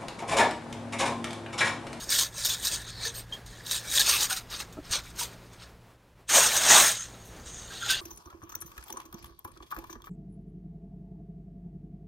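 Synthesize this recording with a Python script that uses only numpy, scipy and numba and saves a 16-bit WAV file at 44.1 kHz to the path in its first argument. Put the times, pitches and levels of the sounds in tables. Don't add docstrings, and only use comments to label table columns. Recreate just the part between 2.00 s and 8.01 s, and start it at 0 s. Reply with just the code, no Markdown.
import sys
import numpy as np
from scipy import signal
from scipy.fft import rfft, irfft
from scipy.io import wavfile
from scipy.ndimage import uniform_filter1d
from numba import njit

SR = 44100
rng = np.random.default_rng(int(sys.argv[2]) if len(sys.argv) > 2 else 0)


def store_pcm(level_fs):
    pcm = np.round(np.clip(level_fs, -1, 1) * 32767).astype(np.int16)
    wavfile.write(sys.argv[1], SR, np.atleast_2d(pcm).T)


N = 264908
TIME = np.arange(N) / SR
TOP_HZ = 15800


def undb(db):
    return 10 ** (np.asarray(db) / 20)


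def unit(x):
    return x / np.sqrt(np.mean(x ** 2))


def fade(t, t60_s):
    return np.exp(-np.log(1000) * t / t60_s)


def add(out, start_s, x):
    i = max(int(start_s * SR), 0)
    out[i:i + len(x)] += x[:N - i]


def drift(rate_hz):
    step = int(SR / rate_hz)
    stairs = np.repeat(rng.standard_normal(N // step + 1), step)
    return unit(uniform_filter1d(stairs, step)[:N])


def colour(x, points, peaks=(), size=2048):
    f = np.maximum(np.arange(size // 2 + 1) * SR / size, 1)
    hz, db = np.transpose(points)
    curve_db = np.interp(np.log(f), np.log(hz), db) - 20 * np.log10(1 + (hz[0] / f / 2) ** 2)
    for centre_hz, width_hz, lift_db in peaks:
        curve_db += lift_db * np.exp(-2 * ((f - centre_hz) / width_hz) ** 2)
    cepstrum = irfft(np.log(undb(curve_db)))
    cepstrum[1:size // 2] *= 2
    cepstrum[size // 2 + 1:] = 0
    impulse = irfft(np.exp(rfft(cepstrum)))
    return signal.fftconvolve(x, impulse)[:len(x)]


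def reflect(x, t60_s, wet_db, gap_s):
    t = TIME[:int((t60_s + gap_s) * SR)]
    tail = rng.standard_normal(len(t)) * fade(t, t60_s) * (t > gap_s)
    return x + undb(wet_db) * signal.fftconvolve(x, tail / np.linalg.norm(tail))[:len(x)]


@njit
def facets(start_s, hz, t60_s, amplitude, length):
    out = np.zeros(length)
    for k in range(len(start_s)):
        pole = np.exp((2j * np.pi * hz[k] - np.log(1000) / t60_s[k]) / SR)
        phasor, first = amplitude[k] + 0j, int(start_s[k] * SR)
        for i in range(first, min(first + int(t60_s[k] * SR), length)):
            out[i] += phasor.imag
            phasor *= pole
    return out


def snaps(times_s, strengths, length, cycles=32, spread=0.86, facet_count=5):
    hz = rng.uniform(98.6, TOP_HZ, len(times_s) * facet_count)
    t60_s = np.minimum(cycles / hz * np.exp(spread * rng.standard_normal(len(hz))), .04)
    amplitude = np.repeat(strengths, facet_count) * rng.choice([-1, 1], len(hz)) / np.sqrt(t60_s)
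    return facets(np.repeat(times_s, facet_count), hz, t60_s, amplitude, length)


def swarm(snaps_per_s, scatter_db, bounce_db, places=14):
    out, each = np.zeros(N), int(snaps_per_s * N / SR / places)
    for _ in range(places):
        strengths = undb(scatter_db * np.minimum(rng.exponential(size=each), 3))
        direct = snaps(rng.uniform(0, N / SR, each), strengths, N)
        out += reflect(direct, t60_s=0.049, wet_db=bounce_db, gap_s=.001)
    return unit(out)


def shifting(x, depth_db, width_hz=450):
    f, _, frames = signal.stft(x, SR, nperseg=512)
    swell = uniform_filter1d(rng.standard_normal(frames.shape), size=9, axis=1)
    swell = uniform_filter1d(swell, max(int(width_hz / f[1]), 1), axis=0)
    return signal.istft(frames * undb(depth_db * unit(swell)), SR)[1][:len(x)]


# (centre [Hz], width [Hz], gain [dB])
FOIL_RESONANCES = [(746, 290, -4), (1640, 240, 1.5), (2350, 600, -1), (3820, 410, 3), (5260, 280, 2),
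                   (6470, 1000, 4.5), (7730, 570, -4.5), (8560, 810, 6.5), (9550, 650, -4),
                   (11260, 1500, -4), (13400, 1800, 5)]
BAND_EDGES_HZ = (2350, 5100, 9650)


def crackle(levels_db, points, rings, snaps_per_s, scatter_db, rub_db, shift_db, bounce_db,
            flex_db, flex_growth, flex_reference_db=-35):
    flexing_db = flex_db + flex_growth * (levels_db[0] - flex_reference_db)
    source = swarm(snaps_per_s, scatter_db, bounce_db) + undb(rub_db) * rng.standard_normal(N)
    coloured = colour(shifting(source, shift_db), points, FOIL_RESONANCES + rings)
    spectrum = rfft(coloured, 2 ** 19)
    f = np.linspace(0, SR / 2, len(spectrum))
    lowpasses = [1 / (1 + (f / edge_hz) ** 20) for edge_hz in BAND_EDGES_HZ]
    masks = np.diff([np.zeros_like(f), *lowpasses, np.ones_like(f)], axis=0)
    bands = [unit(irfft(spectrum * mask)[:N]) for mask in masks]
    return sum(band * undb(db) for band, db in zip(bands, (flexing_db, *levels_db)))


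def strokes(rows, fall_db_per_s, build_db=20):
    power = 1e-14
    for time_s, build_s, hold_s, db, stiff_db, fine_db in rows:
        rise_db = -build_db * np.maximum(time_s - TIME, 0) / build_s
        fall_db = -fall_db_per_s * np.maximum(TIME - time_s - hold_s, 0)
        envelope = undb(np.maximum(rise_db + fall_db, -120))
        power = power + np.outer(undb([db + stiff_db, db, db + fine_db]), envelope) ** 2
    return 10 * np.log10(power)


# (time [s], build [s], hold [s], level [dB], stiff folds [dB rel.], fine creases [dB rel.])
CRIMP_STROKES = [(0, 0.055, 2.3, -70, 5.5, -9), (.005, 0.053, 0.038, -43, -2.5, -9),
                 (.118, 0.032, 0.043, -26.5, -1.5, -8), (.19, 0.046, 0.038, -26, -1, -8),
                 (.385, 0.06, 0.053, -35.5, -3.5, -12), (.455, .018, .01, -29.5, -4, -5),
                 (.495, 0.068, 0.046, -35, 1, -6.5), (.645, 0.078, 0.036, -32, -2, -6),
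                 (.722, 0.042, 0.028, -33, 1, -10), (.805, 0.046, .02, -46.5, 0, -9),
                 (.885, .08, 0.014, -46, 3.5, -14), (.93, .05, 0.097, -62, 3, -13),
                 (1.06, 0.1, 0.021, -37, 2.5, -10.5), (1.15, 0.039, 0.055, -48, 3.5, -2.5),
                 (1.335, 0.036, 0.0088, -50, 3.5, -8), (1.47, 0.022, 0.14, -56.5, 2.5, -10),
                 (1.672, 0.053, 0.044, -47.5, 3, -2), (1.72, 0.042, 0.054, -34.5, 1.5, -6.5),
                 (1.865, 0.086, 0.037, -48, 1, -5.5), (1.94, 0.053, 0.017, -30, -5.5, -7),
                 (1.98, 0.11, 0.0339, -26, 0.5, -7.5)]
# (frequency [Hz], gain [dB])
CRIMP_SPECTRUM = [(150, -45.5), (250, -22.5), (570, -11.5), (850, -12), (1250, -10.5), (1720, -8),
                  (2100, -10.5), (2750, -10.5), (3500, -2), (5400, -3), (6800, -2), (8660, -3.5),
                  (10200, -6), (15900, -12)]
# (centre [Hz], width [Hz], gain [dB])
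STRETCHED_RINGS = [(560, 65, 4.5), (1210, 80, -1), (1420, 100, 3), (1550, 73, -1), (1720, 130, 1),
                   (2570, 85, 3.5), (2740, 200, -1.5)]


def crimp(body_hz=1740, body_width_hz=250, body_db=5.7):
    rings = STRETCHED_RINGS + [(body_hz, body_width_hz, body_db)]
    return crackle(strokes(CRIMP_STROKES, fall_db_per_s=419), CRIMP_SPECTRUM, rings,
                   snaps_per_s=1600, scatter_db=3.5, rub_db=-8.5, shift_db=2.0, bounce_db=-0.5,
                   flex_db=-43, flex_growth=0.61)


# (frequency [Hz], level [dB])
FRIDGE_PARTIALS = [(57.8, -64.5), (116.2, -55.5), (175, -63)]
# (frequency [Hz], gain [dB])
RUMBLE_SPECTRUM = [(12, -48), (20, -4.5), (59, 2.5), (86, -5.5), (118, -3.5), (144, -9), (250, -17),
                   (320, -37), (550, -120)]
AIR_SPECTRUM = [(100, -13.5), (170, 0), (500, -1.5), (1000, -6), (2500, -13.5), (6000, -21.5),
                (15000, -27.5)]
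# (time [s], gain [dB])
KITCHEN_GAIN = [(0, 0.5), (1.9, -0.5), (3.15, -0.5), (3.55, -3), (3.85, -7.5), (4.03, -15), (4.15, -9.5),
                (4.26, -12.5), (4.45, -3.5), (6.0, 0.5)]


def kitchen(hum_gain_db=.5, hum_wobble=0.00498, rumble_db=-51, air_db=-52):
    hum = np.zeros(N)
    for hz, db in FRIDGE_PARTIALS:
        level_db = db + hum_gain_db + 1.4 * drift(3.4)
        pitch_hz = hz * (1 + hum_wobble * drift(4.5))
        hum += undb(level_db) * unit(np.sin(2 * np.pi * np.cumsum(pitch_hz) / SR))
    rumble = unit(colour(rng.standard_normal(N), RUMBLE_SPECTRUM, size=8192))
    rumble *= undb(rumble_db + drift(4.7))
    air = unit(colour(rng.standard_normal(N), AIR_SPECTRUM)) * undb(air_db + 2.3 * drift(17))
    return (hum + rumble + air) * undb(np.interp(TIME, *np.transpose(KITCHEN_GAIN)))


# (time [s], level [dB], focus [Hz])
FOLD_BURSTS = [(.0922, -24, 5200), (0.1021, -14.5, 8330), (.1154, -19, 3900), (.186, -9.5, 3600),
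               (.4489, -12.5, 4510), (0.494, -17.5, 3820), (.7144, -24, 3770), (1.0524, -20.5, 3600),
               (1.4608, -37, 3870), (1.6643, -27, 3870), (1.711, -14, 4100), (1.994, -7, 4320),
               (2.0607, -14.5, 6470), (2.092, -9.5, 8900), (2.2292, -13, 6690), (2.2983, -21.5, 8720),
               (2.367, -22, 4160), (2.501, -33, 3800), (2.7251, -39, 3390), (2.9113, -21.5, 6600),
               (2.924, -26, 5470), (3.19, -21.5, 8810), (4.2922, -18, 6860), (4.3481, -22, 6840),
               (4.5645, -13, 6170), (4.6937, -12, 6700), (4.8021, -12, 8550), (5.903, -14.5, 3750)]


def folds(gain_db=-13, focus_db=6, focus_width_hz=1300, mean_delay_s=.01, followers=24, t60_s=0.074):
    out = np.zeros(N)
    for time_s, db, hz in FOLD_BURSTS:
        delays_s = np.append(0, rng.exponential(mean_delay_s, followers))
        strengths = fade(delays_s, t60_s) * undb(0.81 * rng.standard_normal(followers + 1))
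        burst = reflect(snaps(delays_s, strengths, SR // 5), t60_s, wet_db=0.5, gap_s=0.00075)
        burst = colour(burst, CRIMP_SPECTRUM, FOIL_RESONANCES + [(hz, focus_width_hz, focus_db)])
        onset_rms = np.std(burst[:SR // 100])
        add(out, time_s, burst / onset_rms * undb(db + gain_db))
    return out


# (time [s], peak [dB], pitch [Hz], t60 [s])
PANEL_FLIPS = [(0.0922, -22, 5440, 0.015), (.141, -38, 1690, 0.051), (.452, -24, 3640, 0.057),
               (0.5, -24.5, 3460, 0.087), (1.053, -29.5, 1760, 0.083), (1.062, -38.5, 463, 0.2),
               (1.983, -9.5, 3550, .005), (2, -24, 1683, 0.082), (2.307, -31, 1463, 0.14),
               (2.315, -36.5, 766, 0.15), (2.934, -36, 1182, 0.15), (3.213, -32.5, 957, 0.11),
               (5.705, -40.5, 1600, 0.178), (5.823, -32, 1560, 0.095), (5.899, -23, 1552, 0.2)]


def panels(wobble=0.013, rise_s=0.00023):
    out, t = np.zeros(N), TIME[:SR // 5]
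    waver = drift(250)
    for time_s, db, hz, t60_s in PANEL_FLIPS:
        pitch_hz = hz * (1 + wobble * np.roll(waver, -int(time_s * SR))[:len(t)])
        envelope = fade(t, t60_s) * (1 - np.exp(-t / rise_s))
        ring = np.sin(2 * np.pi * np.cumsum(pitch_hz) / SR) * envelope
        add(out, time_s, ring / np.abs(ring).max() * undb(db))
    return out


# (midpoint [s], length [s], centre [Hz], width [Hz], level [dB])
SWISH_SWELLS = [(.97, 0.28, 4270, 550, -45.5), (1.045, 0.11, 4150, 600, -37),
                (1.067, 0.116, 6230, 600, -36.5), (1.178, 0.11, 8500, 450, -42),
                (1.176, 0.092, 13500, 1200, -47), (1.886, 0.12, 2316, 150, -48.5),
                (2.133, 0.11, 1190, 200, -39), (2.142, 0.14, 2420, 450, -34.5), (4.378, .09, 645, 260, -27),
                (4.399, .22, 990, 130, -32.5), (4.752, .2, 790, 300, -26), (5.558, .25, 6370, 600, -47),
                (5.77, 0.11, 4060, 700, -44.5), (5.86, 0.16, 1380, 70, -40)]


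def swishes(gain_db=-1):
    out = np.zeros(N)
    for mid_s, length_s, hz, width_hz, db in SWISH_SWELLS:
        swell = np.hanning(int(length_s * SR))
        band = signal.butter(2, [hz - width_hz / 2, hz + width_hz / 2], "bandpass", fs=SR, output="sos")
        hiss = unit(signal.sosfilt(band, rng.standard_normal(len(swell))))
        add(out, mid_s - length_s / 2, hiss * swell * undb(db + gain_db))
    return out


def squeak(start_s=1.322, length_s=0.02, rise_s=0.0038, release_t60_s=0.09,
           pitch_hz=3210, wobble=0.012, level_db=-32.5, overtone_db=-27):
    t = TIME - start_s
    phase = 2 * np.pi * np.cumsum(pitch_hz * (1 + wobble * drift(410))) / SR
    tone = np.sin(phase) + undb(overtone_db) * np.sin(2 * phase)
    grip = np.clip(t / rise_s, 0, 1) * fade(np.maximum(t - length_s, 0), release_t60_s)
    return undb(level_db + 2 * drift(250)) * grip * tone


# (time [s], build [s], hold [s], level [dB], stiff folds [dB rel.], fine creases [dB rel.])
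PRESS_STROKES = [(2.04, .05, 1.66, -69.5, 1.5, -9), (2.092, 0.078, 0.017, -24.5, -2, -6),
                 (2.125, .05, 0.042, -30, 0.5, -4), (2.19, 0.045, 0.057, -31, -0.5, -6),
                 (2.306, 0.025, 0.024, -32, 0, -6), (2.365, 0.037, 0.011, -42, 5, 0),
                 (2.516, 0.021, 0.044, -45.5, 5.5, -5), (2.6, 0.036, 0.011, -39.5, 0, -9),
                 (2.85, 0.042, 0.057, -60.5, 6, -4.5), (2.928, 0.028, 0.03, -31.5, 1, -14),
                 (2.98, .04, 0.0076, -47, 5.5, -8), (3.04, 0.039, 0.064, -55.5, 2.5, -6),
                 (3.196, 0.033, 0.042, -34.5, -2, -5.5), (3.28, .05, 0.062, -60.5, 4, -6),
                 (3.53, 0.029, 0.0105, -60, 0, -10.5), (3.613, 0.044, 0.023, -57.5, 4.5, -13)]
# (frequency [Hz], gain [dB])
PRESS_SPECTRUM = [(150, -35), (380, -13.5), (600, -12.5), (800, -10), (1080, -6.5), (1720, -8.5),
                  (2100, -7), (2500, -6.5), (3800, -5), (5400, -3.5), (6800, -4), (8660, -7),
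                  (10200, -12.5), (15900, -20)]


def press():
    return crackle(strokes(PRESS_STROKES, fall_db_per_s=480), PRESS_SPECTRUM, STRETCHED_RINGS,
                   snaps_per_s=1600, scatter_db=3.5, rub_db=-6.5, shift_db=2.0, bounce_db=-1.5,
                   flex_db=-41, flex_growth=0.77)


# (time [s], peak [dB], contact [s])
PAN_BUMPS = [(2.7682, -35, 0.001), (2.7765, -35, .0002), (2.785, -28.5, 0.0019), (2.905, -33.5, 0.012)]
# (frequency [Hz], level [dB], t60 [s])
PAN_BODY_MODES = [(303, 5, 0.046), (353, -1.5, .06), (623.6, 7, 0.033), (824, 3, .03), (1315, 5.5, 0.038)]


def pan(rise_s=0.0037):
    out, t = np.zeros(N), TIME[:SR // 5]
    ring = sum(undb(db) * np.sin(2 * np.pi * hz * t) * fade(t, t60_s) for hz, db, t60_s in PAN_BODY_MODES)
    ring *= 1 - np.exp(-t / rise_s)
    for time_s, db, contact_s in PAN_BUMPS:
        bump = signal.fftconvolve(ring, np.hanning(int(contact_s * SR) + 2))
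        add(out, time_s, bump / np.abs(bump).max() * undb(db))
    return out


# (time [s], level [dB], stiff folds [dB rel.], fine creases [dB rel.])
SWING_CURVE = [(4.265, -84, 0, -9.5), (4.292, -29.5, -4.5, -16), (4.36, -16.5, -6.5, -10.5),
               (4.474, -22.5, -4.5, -10), (4.498, -31, -0.5, -8), (4.576, -24, -5, -7.5),
               (4.596, -28, -3, -10), (4.682, -22, -4, -13), (4.704, -14.5, -5.5, -14),
               (4.8, -18.5, -3.5, -6.5), (4.884, -23, -5.5, -7.5), (4.98, -41.5, -1, -12.5)]
# (frequency [Hz], gain [dB])
SWING_SPECTRUM = [(70, -11), (150, -11.5), (220, -8.5), (330, -10), (600, -3), (790, -2.5), (1000, -3.5),
                  (1750, 0.5), (2300, -4.5), (4660, -9.5), (6600, -2), (8600, -5.5), (11200, -16),
                  (15900, -21.5)]
# (centre [Hz], width [Hz], gain [dB])
LOOSE_RINGS = [(471.6, 107, 0), (657, 85, 4.5), (814, 44, 3), (1368, 63, 2.5), (2010, 170, 0.5),
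               (2560, 150, -3)]


def swing(body_hz=790, body_width_hz=340, body_db=2.6):
    times_s, db, stiff_db, fine_db = np.transpose(SWING_CURVE)
    levels_db = [np.interp(TIME, times_s, db + rel_db, left=-140, right=-140)
                 for rel_db in (stiff_db, 0, fine_db)]
    rings = LOOSE_RINGS + [(body_hz, body_width_hz, body_db)]
    return crackle(levels_db, SWING_SPECTRUM, rings,
                   snaps_per_s=3000, scatter_db=3.0, rub_db=-6.5, shift_db=1.37, bounce_db=3.5,
                   flex_db=-37.5, flex_growth=1.176)


# (time [s], build [s], hold [s], level [dB], stiff folds [dB rel.], fine creases [dB rel.])
HOLD_STROKES = [(4.975, .05, 0.067, -37, -6.5, -21), (5.08, .05, .92, -56.5, -4, -15),
                (5.258, 0.032, .015, -57, -19, -1), (5.468, 0.03, 0.0253, -41.5, -8, -27),
                (5.55, .08, .1, -47.5, -6, -25.5), (5.73, 0.097, 0.142, -46.5, 1, -12),
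                (5.835, 0.063, .03, -45.5, 4.5, -16), (5.905, 0.054, 0.019, -28.5, 5.5, -12),
                (5.965, .05, .02, -45, 8.5, -18)]
# (frequency [Hz], gain [dB])
HOLD_SPECTRUM = [(240, -38.5), (700, -23), (1150, -12), (1550, -8), (1850, -11), (2320, -15.5), (3500, -11),
                 (5400, -17), (6500, -7), (7700, -12), (8600, -15.5), (15900, -28.5)]


def hold(body_hz=1900, body_width_hz=158, body_db=3.46):
    rings = LOOSE_RINGS + [(body_hz, body_width_hz, body_db)]
    return crackle(strokes(HOLD_STROKES, fall_db_per_s=290), HOLD_SPECTRUM, rings,
                   snaps_per_s=1400, scatter_db=5.0, rub_db=-0.5, shift_db=2.5, bounce_db=-1,
                   flex_db=-43, flex_growth=0.79)


def scene():
    crackling = undb(-1) * crimp() + undb(-0.5) * press() + undb(-1.35) * swing() + undb(-1.5) * hold()
    direct = crackling + folds() + swishes() + panels() + squeak() + pan()
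    mono = reflect(direct, t60_s=0.12, wet_db=-19.5, gap_s=0.00606) + kitchen()
    return np.array([mono, mono])


def record(dry, ceiling=.75):
    rounded = dry / (1 + (dry / ceiling) ** 4) ** .25
    lowpass = signal.ellip(10, .2, 75, TOP_HZ, fs=SR, output="sos")
    return signal.sosfilt(lowpass, rounded)


dry = scene()
out = record(dry)
store_pcm(out)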